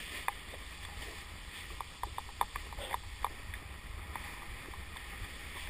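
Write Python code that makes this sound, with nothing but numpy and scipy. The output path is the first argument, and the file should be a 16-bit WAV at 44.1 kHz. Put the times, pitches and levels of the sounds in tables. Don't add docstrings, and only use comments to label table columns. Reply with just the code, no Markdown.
import sys
import numpy as np
from scipy import signal
from scipy.fft import rfft, irfft
from scipy.io import wavfile
from scipy.ndimage import uniform_filter1d, minimum_filter1d

SR = 44100
rng = np.random.default_rng(int(sys.argv[2]) if len(sys.argv) > 2 else 0)


def volts(x):
    e = np.asarray(x, float) / 20
    return 10 ** e


def generate_wav(sig):
    pcm = np.round(np.clip(np.atleast_2d(sig).T, -1, 1) * 32767).astype(np.int16)
    wavfile.write(sys.argv[1], SR, pcm)


N = 251260
TIME = np.arange(N) / SR
CHIP_HZ, HOLD_SAMPLES = 12000, 4
USUAL_SPRAY_DB = -53

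# time_s, spray_db, turn_db
SPRAY = [(0, -50, 7), (.3, -52.5, 1), (.55, -55, 1.5), (.9, -53.5, 0.5), (1.3, -55, -1), (1.65, -53.5, 2),
         (1.95, -58.5, 2), (2.4, -56.5, 1.5), (2.75, -56.5, -1), (3.05, -57.5, 0.5), (3.35, -54, -3),
         (3.85, -56, -2), (4.1, -53.5, -4), (4.5, -51.5, -2.5), (4.85, -54.5, -2), (5.2, -50, -1),
         (5.42, -51, 1.5), (5.7, -51.5, 1.5)]
# peak_s, rise_s, fall_s, lift_db
SHEETS = [(.01, .03, 0.056, 1), (.16, .06, 0.095, 6), (.7, 0.069, 0.11, 2.5), (.84, 0.036, 0.037, 3),
          (1.04, 0.073, 0.19, 4.5), (1.2, 0.083, .06, 3), (1.58, 0.077, 0.091, 4.5), (1.72, .04, 0.11, 1.5),
          (2.2, 0.07, 0.1, 1.5), (2.6, 0.056, 0.08, 3.5), (2.88, 0.092, .1, 0.5), (3.22, 0.14, 0.086, 1.5),
          (3.55, .03, .06, 1.5), (4.25, 0.16, 0.16, 5), (4.6, 0.043, 0.088, 1), (5.0, .05, 0.055, 1.5),
          (5.12, .05, .08, 1), (5.3, 0.1, 0.035, 0.5), (5.6, 0.055, 0.11, 4.5)]
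# time_s, lift_db
WAKE = [(0, 0.5), (.5, -1), (1.1, 2.5), (1.5, -0.5), (2.0, 1.5), (2.4, 2), (3.0, 2.5), (3.9, -2),
        (4.3, -0.5), (4.85, -0.5), (5.4, -0.5), (5.7, -0.5)]
# usual_level_db, swell_share, turn_share, sheet_share
RUSH_FOLLOWS = (USUAL_SPRAY_DB, 1, 0, 1)
HOLLOW_FOLLOWS = (-60.5, 0.22, -0.5, 0.74)
THIN_FOLLOWS = (-56, 0.45, 0.84, .9)
FAR_FOLLOWS = (-63.5, 0.34, 0.49, 0.92)
WASH_FOLLOWS = (-59.5, 0.4, -.2, 0.26)
# centre_hz, width_hz, level_db
HOLLOW_MODES = [(809, 50, 1.5), (1028, 172, 0.5), (1255, 220, -12.5)]
RUSH_MODES = [(1850, 215, 1.5), (2237, 344, -2), (2542, 183, -7.5)]
THIN_MODES = [(2872, 580, -5), (3495, 314, -1.5)]
FAR_HISS_MODES = [(3970, 320, -3.5), (4572, 320, 0), (5310, 750, -4.5)]
# freq_hz, density_db_per_hz
WASH_COLOUR = [(76, -73), (130, 10.5), (385, 5), (751, 0.5), (818, -34), (1220, 8), (1490, -2),
               (1700, -0.5), (2210, -50), (3740, -120)]

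# time_s, level_db
WIND = [
    (0.0, -53),
    (0.8, -49.5),
    (1.6, -49),
    (2.3, -47.5),
    (3.1, -49),
    (4.0, -45.5),
    (4.4, -50),
    (5.0, -49),
    (5.7, -50.5),
]
# peak_s, lift_db
GUSTS = [(0.32, 8), (.75, -6.5), (.84, 1.5), (1.0, 5.5), (1.13, 0), (1.19, 1.5), (1.3, 5), (1.55, -11),
         (1.73, 5.5), (1.98, -10), (2.05, 7), (2.25, 1), (2.45, 5.5), (2.51, -5), (2.57, 6), (2.78, 8),
         (3.05, 8.5), (3.23, 6), (3.5, 4), (3.85, -1), (4.3, -4), (4.49, 7.5), (4.57, 5), (4.67, -1),
         (4.7, 4), (4.78, 5), (5.22, 9), (5.27, -5), (5.63, 4.5), (5.69, 8)]
# freq_hz, density_db_per_hz
WIND_COLOUR = [(7.1, 12), (12, -11), (43, 0.5), (64, 2), (80, -0.5), (107, -9.5), (145, -22.5),
               (220, -26.5), (290, -40), (480, -120)]

# peak_s, build_up_s, run_off_s, dull_db, bright_db
SLOSH = [(0.19, 0.14, 0.029, -52.5, -1), (0.546, 0.079, .03, -53, 4.5), (1.027, 0.026, 0.02, -52.5, 6),
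         (1.085, 0.048, 0.082, -49, -7), (1.73, 0.065, .02, -54, -11), (2.078, 0.024, .05, -57, -4),
         (2.666, 0.05, 0.025, -55.5, 2.5), (3.308, 0.018, 0.068, -54, -12), (3.4, .02, 0.018, -57, -19),
         (5.57, 0.032, 0.027, -56.5, 10), (5.69, 0.045, .03, -58, -8)]
# centre_hz, width_hz, level_db
SLOSH_MODES = [(327, 250, -3), (436, 66, 4), (575, 115, -5), (756, 260, -14)]
# time_s, dull_db, bright_db
DRAG = [
    (2.77, -62, 3),
    (2.784, -51, 0.5),
    (2.814, -43.5, -0.5),
    (2.886, -51, 2.5),
    (2.918, -52, 6),
    (2.94, -48, 4),
]
# centre_hz, width_hz, level_db
DRAG_MODES = [(380, 300, -10), (554, 61, 3.5), (740, 320, -10), (1480, 100, -11)]

# start_s, peak_db, deep_lean_db, bright_db, bright_centre_hz
KNOCKS = [(0.283, -20, 1, -10, 2000), (0.2865, -39, 7, -8, 1900), (0.888, -44, 5, -21, 1960),
          (1.703, -42.5, -14, -15, 2190), (1.806, -26.5, 0, -22.5, 2370), (2.034, -24.5, 2.5, -21, 1850),
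          (2.183, -25.5, 2, -24, 1730), (2.29, -39, 2, -18, 1830), (2.412, -16.5, 2, -19, 2000),
          (2.427, -32, -2, -19, 1730), (2.5588, -29, -10, -7, 1930), (2.726, -34, 2.5, -19, 1860),
          (2.929, -35, 10, -4, 1830), (2.942, -21.5, 1.5, -19, 1890), (3.245, -19.5, 0, -22, 2370),
          (3.266, -31, 0.5, -19, 1830), (4.156, -28, 0.5, -13, 1910), (4.42, -40.5, -6, -20, 1990),
          (4.431, -41.5, 0, -9, 2040), (4.7373, -39, -1, -14, 1780), (4.961, -40.5, 3, -19, 1900),
          (5.674, -47.5, 6, 5, 2020), (3.251, -36, 4, -11, 1900), (2.419, -40, 2, -18, 1900)]
# start_s, peak_db, deep_lean_db, bright_db, top_db
DROPS = [(0.325, -50, 5, 0, -11), (0.486, -52.5, -9, 4, 5), (0.623, -49, -5, -7, -5),
         (0.831, -49, -13, -4, -5), (0.85, -45, -13, -5, 7.5), (2.5547, -41, 2, -16, -24),
         (2.896, -52, 2, -2, 6), (2.91, -38, 5, -8, -6), (3.035, -45.5, 3, -14, -14), (3.23, -47, 5, 0, -6),
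         (3.5378, -53, 0, 13.5, 13.5), (3.553, -55, 0, -3, 10), (4.658, -48, 0, -4, -6),
         (4.969, -51.5, 2, 6, 14.5), (5.245, -53, 1, 0, 10.5), (5.57, -55, 0, 1, 8),
         (0.92, -48, 9, -7, -10)]
# start_s, peak_db, pitch_hz, t60_s
BUMPS = [
    (0.539, -37.5, 526, 0.014),
    (2.069, -45, 346, 0.022),
    (4.683, -39.5, 360, 0.021),
]
# freq_hz, t60_s, level_db
SHELL_MAIN = [(830, 0.071, -10.5), (947, 0.022, 3.5), (1047, 0.019, 8), (1181, 0.027, 6)]
SHELL_BRIGHT = [(1733, 0.024, -7), (1860, .018, -1.5), (2067, 0.019, -2.5), (2325, 0.017, 3)]
SHELL_LOW = [(447, 0.025, -2.5), (524, 0.024, -2.5)]
SHELL_TOP = [(3470, .011, 0), (3200, .008, -8), (4550, .01, -12)]

# low_hz, high_hz, cell_hz, lost_share, loudness_tie
LOST_CELLS = [(5350, 5850, 70, 0.04, .8), (5700, 6300, 94, .66, 0.5), (6280, 6750, 55, 0.34, 0),
              (10770, 11050, 170, 0.3, 1.0), (11040, 11750, 230, 0.7, 0.9), (11360, 12400, 230, 0.6, 1.0),
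              (12500, 13100, 170, 0.4, 1.0), (13200, 13800, 120, 0.1, 1.0), (14350, 15200, 700, .72, 0),
              (14980, 17500, 2300, 1, 0)]


def level(x, db):
    return x * volts(db) / np.sqrt(np.mean(x ** 2))


def curves(table):
    time_s, *columns = np.transpose(table)
    return [np.interp(TIME, time_s, column) for column in columns]


def swell(peak_s, rise_s, fall_s):
    return np.interp(TIME, [peak_s - rise_s, peak_s, peak_s + fall_s], [0, 1, 0])


def walk(rate_hz):
    hold = int(SR / rate_hz)
    steps = np.repeat(rng.standard_normal(N // hold + 1), hold)
    return 1.06 * uniform_filter1d(uniform_filter1d(steps, hold), hold)[:N]


def colour(x, points):
    hz, db = np.transpose(points)
    f = np.maximum(np.fft.rfftfreq(N, 1 / SR), 1)
    shape_db = np.interp(np.log(f), np.log(hz), db, left=-90, right=-90)
    return irfft(rfft(x) * volts(shape_db), N)


def follow(rule):
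    usual_db, swell_share, turn_share, sheet_share = rule
    spray_db, turn_db = curves(SPRAY)
    sheet_db = sum(lift_db * swell(s, rise_s, fall_s) for s, rise_s, fall_s, lift_db in SHEETS)
    swell_db = swell_share * (spray_db - USUAL_SPRAY_DB)
    return usual_db + swell_db + turn_share * turn_db + sheet_share * sheet_db


def droplets(rate_hz, spread_db):
    hit = rng.random(N) < rate_hz / SR
    size = np.minimum(rng.exponential(size=N), 3.5)
    sign = np.sign(rng.standard_normal(N))
    return level(hit * volts(spread_db * size) * sign, 0)


def resonate(x, hz, width_hz):
    return signal.lfilter(*signal.iirpeak(hz, hz / width_hz, SR), x)


def cavity(drive, modes, flicker_db):
    total = np.zeros(N)
    for k, (hz, width_hz, db) in enumerate(modes):
        rung = resonate(resonate(drive, hz, 1.25 * width_hz), hz, 1.8 * width_hz)
        total += (-1) ** k * volts(db + flicker_db * walk(30)) * rung
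    return level(total, 0)


def spray():
    drive = rng.standard_normal(N) + volts(-5.5) * droplets(1500, spread_db=2.0)
    hollow = volts(follow(HOLLOW_FOLLOWS)) * cavity(drive, HOLLOW_MODES, 1.5)
    rush = volts(follow(RUSH_FOLLOWS)) * cavity(drive, RUSH_MODES, 1.2)
    thin = volts(follow(THIN_FOLLOWS)) * cavity(drive, THIN_MODES, 1.2)
    near = volts(0.34 * walk(22.4)) * (hollow + rush + thin)
    far_db = follow(FAR_FOLLOWS) + curves(WAKE)[0] + 3.5
    return near + volts(far_db) * cavity(rng.standard_normal(N), FAR_HISS_MODES, 1.0)


def wash():
    drive = rng.standard_normal(N) + volts(-5.0) * droplets(250, spread_db=5.0)
    return level(colour(drive, WASH_COLOUR), 2.3) * volts(follow(WASH_FOLLOWS) + 1.97 * walk(24.65))


def wind():
    gust_db = sum(db * swell(s, rise_s=0.033, fall_s=0.044) for s, db in GUSTS)
    return level(colour(rng.standard_normal(N), WIND_COLOUR), 0.035) * volts(curves(WIND)[0] + gust_db)


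def slosh():
    drive = droplets(1200, spread_db=2.0) + volts(-0.5) * rng.standard_normal(N)
    bright = cavity(drive, HOLLOW_MODES + RUSH_MODES + THIN_MODES, 3.5)
    lumps = cavity(drive, SLOSH_MODES, 0.51)
    dragged = cavity(drive, DRAG_MODES, 0.65)
    out = np.zeros(N)
    for s, rise_s, fall_s, db, bright_db in SLOSH:
        out += swell(s, rise_s, fall_s) * volts(db) * (lumps + volts(bright_db) * bright)
    dull_db, bright_db = curves(DRAG)
    fade = np.clip(np.minimum(TIME - DRAG[0][0], DRAG[-1][0] - TIME) / 0.0087, 0, 1)
    return out + fade * volts(dull_db) * (dragged + volts(bright_db) * bright)


def ring(modes, push, chance, rise_s):
    t = np.arange(int(0.12 * SR)) / SR
    free = np.zeros(len(t))
    for k, (hz, t60_s, db) in enumerate(modes):
        decay = np.exp(-np.log(1000) * t / t60_s)
        pitch_hz = hz * (1 + 0.012 * chance[2 * k + 1])
        free += volts(db + 0.41 * chance[2 * k]) * decay * np.sin(2 * np.pi * pitch_hz * t)
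    struck = np.convolve(free * (1 - np.exp(-t / rise_s)), push)[:len(t)]
    high_pass = signal.butter(N=3, Wn=0.67 * modes[0][0], btype="high", fs=SR, output="sos")
    struck = signal.sosfilt(high_pass, struck)
    return struck / np.max(np.abs(struck))


def contact():
    contact_ms = 1.66
    push = np.zeros(SR // 50)
    beats_s = np.arange(8) / SHELL_MAIN[1][0]
    still_touching = np.clip(contact_ms - 1000 * beats_s + 1, 0, 1)
    push[(beats_s * SR).astype(int)] = 0.83 ** np.arange(8) * still_touching
    return push


def add(out, start_s, sound):
    i = int(start_s * SR)
    out[i:i + len(sound)] += sound


def knocks():
    out = np.zeros(N + SR)
    push = contact()
    tap = push[:1]
    # top_db, bright_rise_s
    blows = [(*row, -15, 0.0006) for row in KNOCKS]
    blows += [(s, db, lean_db, bright_db, 1900, top_db, 0.0018) for s, db, lean_db, bright_db, top_db in DROPS]
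    chance = rng.standard_normal((len(blows), 4, 8))
    for (s, db, lean_db, bright_db, bright_hz, top_db, rise_s), c in zip(blows, chance):
        main = [(hz, t60_s, g + lean_db * (1 - k / 0.66)) for k, (hz, t60_s, g) in enumerate(SHELL_MAIN)]
        bright = [(hz, t60_s, g - 6 * ((hz - bright_hz) / 330) ** 2) for hz, t60_s, g in SHELL_BRIGHT]
        blow = ring(main, push, c[0], 0.00061)
        blow = blow - volts(bright_db + 6.5) * ring(bright, tap, c[1], rise_s)
        blow = blow + volts(-18) * ring(SHELL_LOW, push, c[2], 0.0036)
        blow = blow + volts(top_db) * ring(SHELL_TOP, tap, c[3], 0.0021)
        add(out, s - 0.0004, -volts(db + 1.5) * blow)
    for s, db, hz, t60_s in BUMPS:
        add(out, s, volts(db) * ring([(hz, t60_s, 0)], np.ones(1), np.zeros(2), 0.00098))
    return out[:N]


def scene():
    return (spray() + wash() + wind() + slosh() + knocks())[None]


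def chip(dry):
    low_pass = signal.butter(N=6, Wn=min(5600, CHIP_HZ / 2), fs=SR, output="sos")
    slow = signal.resample_poly(signal.sosfilt(low_pass, dry), CHIP_HZ, SR, axis=1)
    return signal.resample_poly(np.repeat(slow, HOLD_SAMPLES, axis=1), SR, CHIP_HZ * HOLD_SAMPLES, axis=1)


def drop_weak(x):
    f, _, z = signal.stft(x, SR, nperseg=2048, noverlap=1024)
    power = np.abs(z) ** 2 + 1e-18
    rush = power[(f > 1500) & (f < 10000)].mean(axis=0)
    rush = minimum_filter1d(rush, size=5)
    for lo_hz, hi_hz, cell_hz, share, tied in LOST_CELLS:
        count = max(round((hi_hz - lo_hz) / cell_hz), 1)
        edges = np.searchsorted(f, np.linspace(lo_hz, hi_hz, count + 1))
        cells = np.log(np.add.reduceat(power[:edges[-1]], edges[:-1], axis=0)) - tied * np.log(rush)
        keep = cells > np.quantile(cells, np.clip(share, 0, 1))
        z[edges[0]:edges[-1]] *= np.repeat(keep, np.diff(edges), axis=0)
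    return signal.istft(z, SR, nperseg=2048, noverlap=1024)[1]


def top_cut(x):
    return signal.sosfilt(signal.butter(12, 16390, fs=SR, output="sos"), x)


def record(dry):
    held = chip(dry)
    mix = drop_weak(held[0])[None, :N]
    return top_cut(mix)


dry = scene()
out = record(dry)
generate_wav(out)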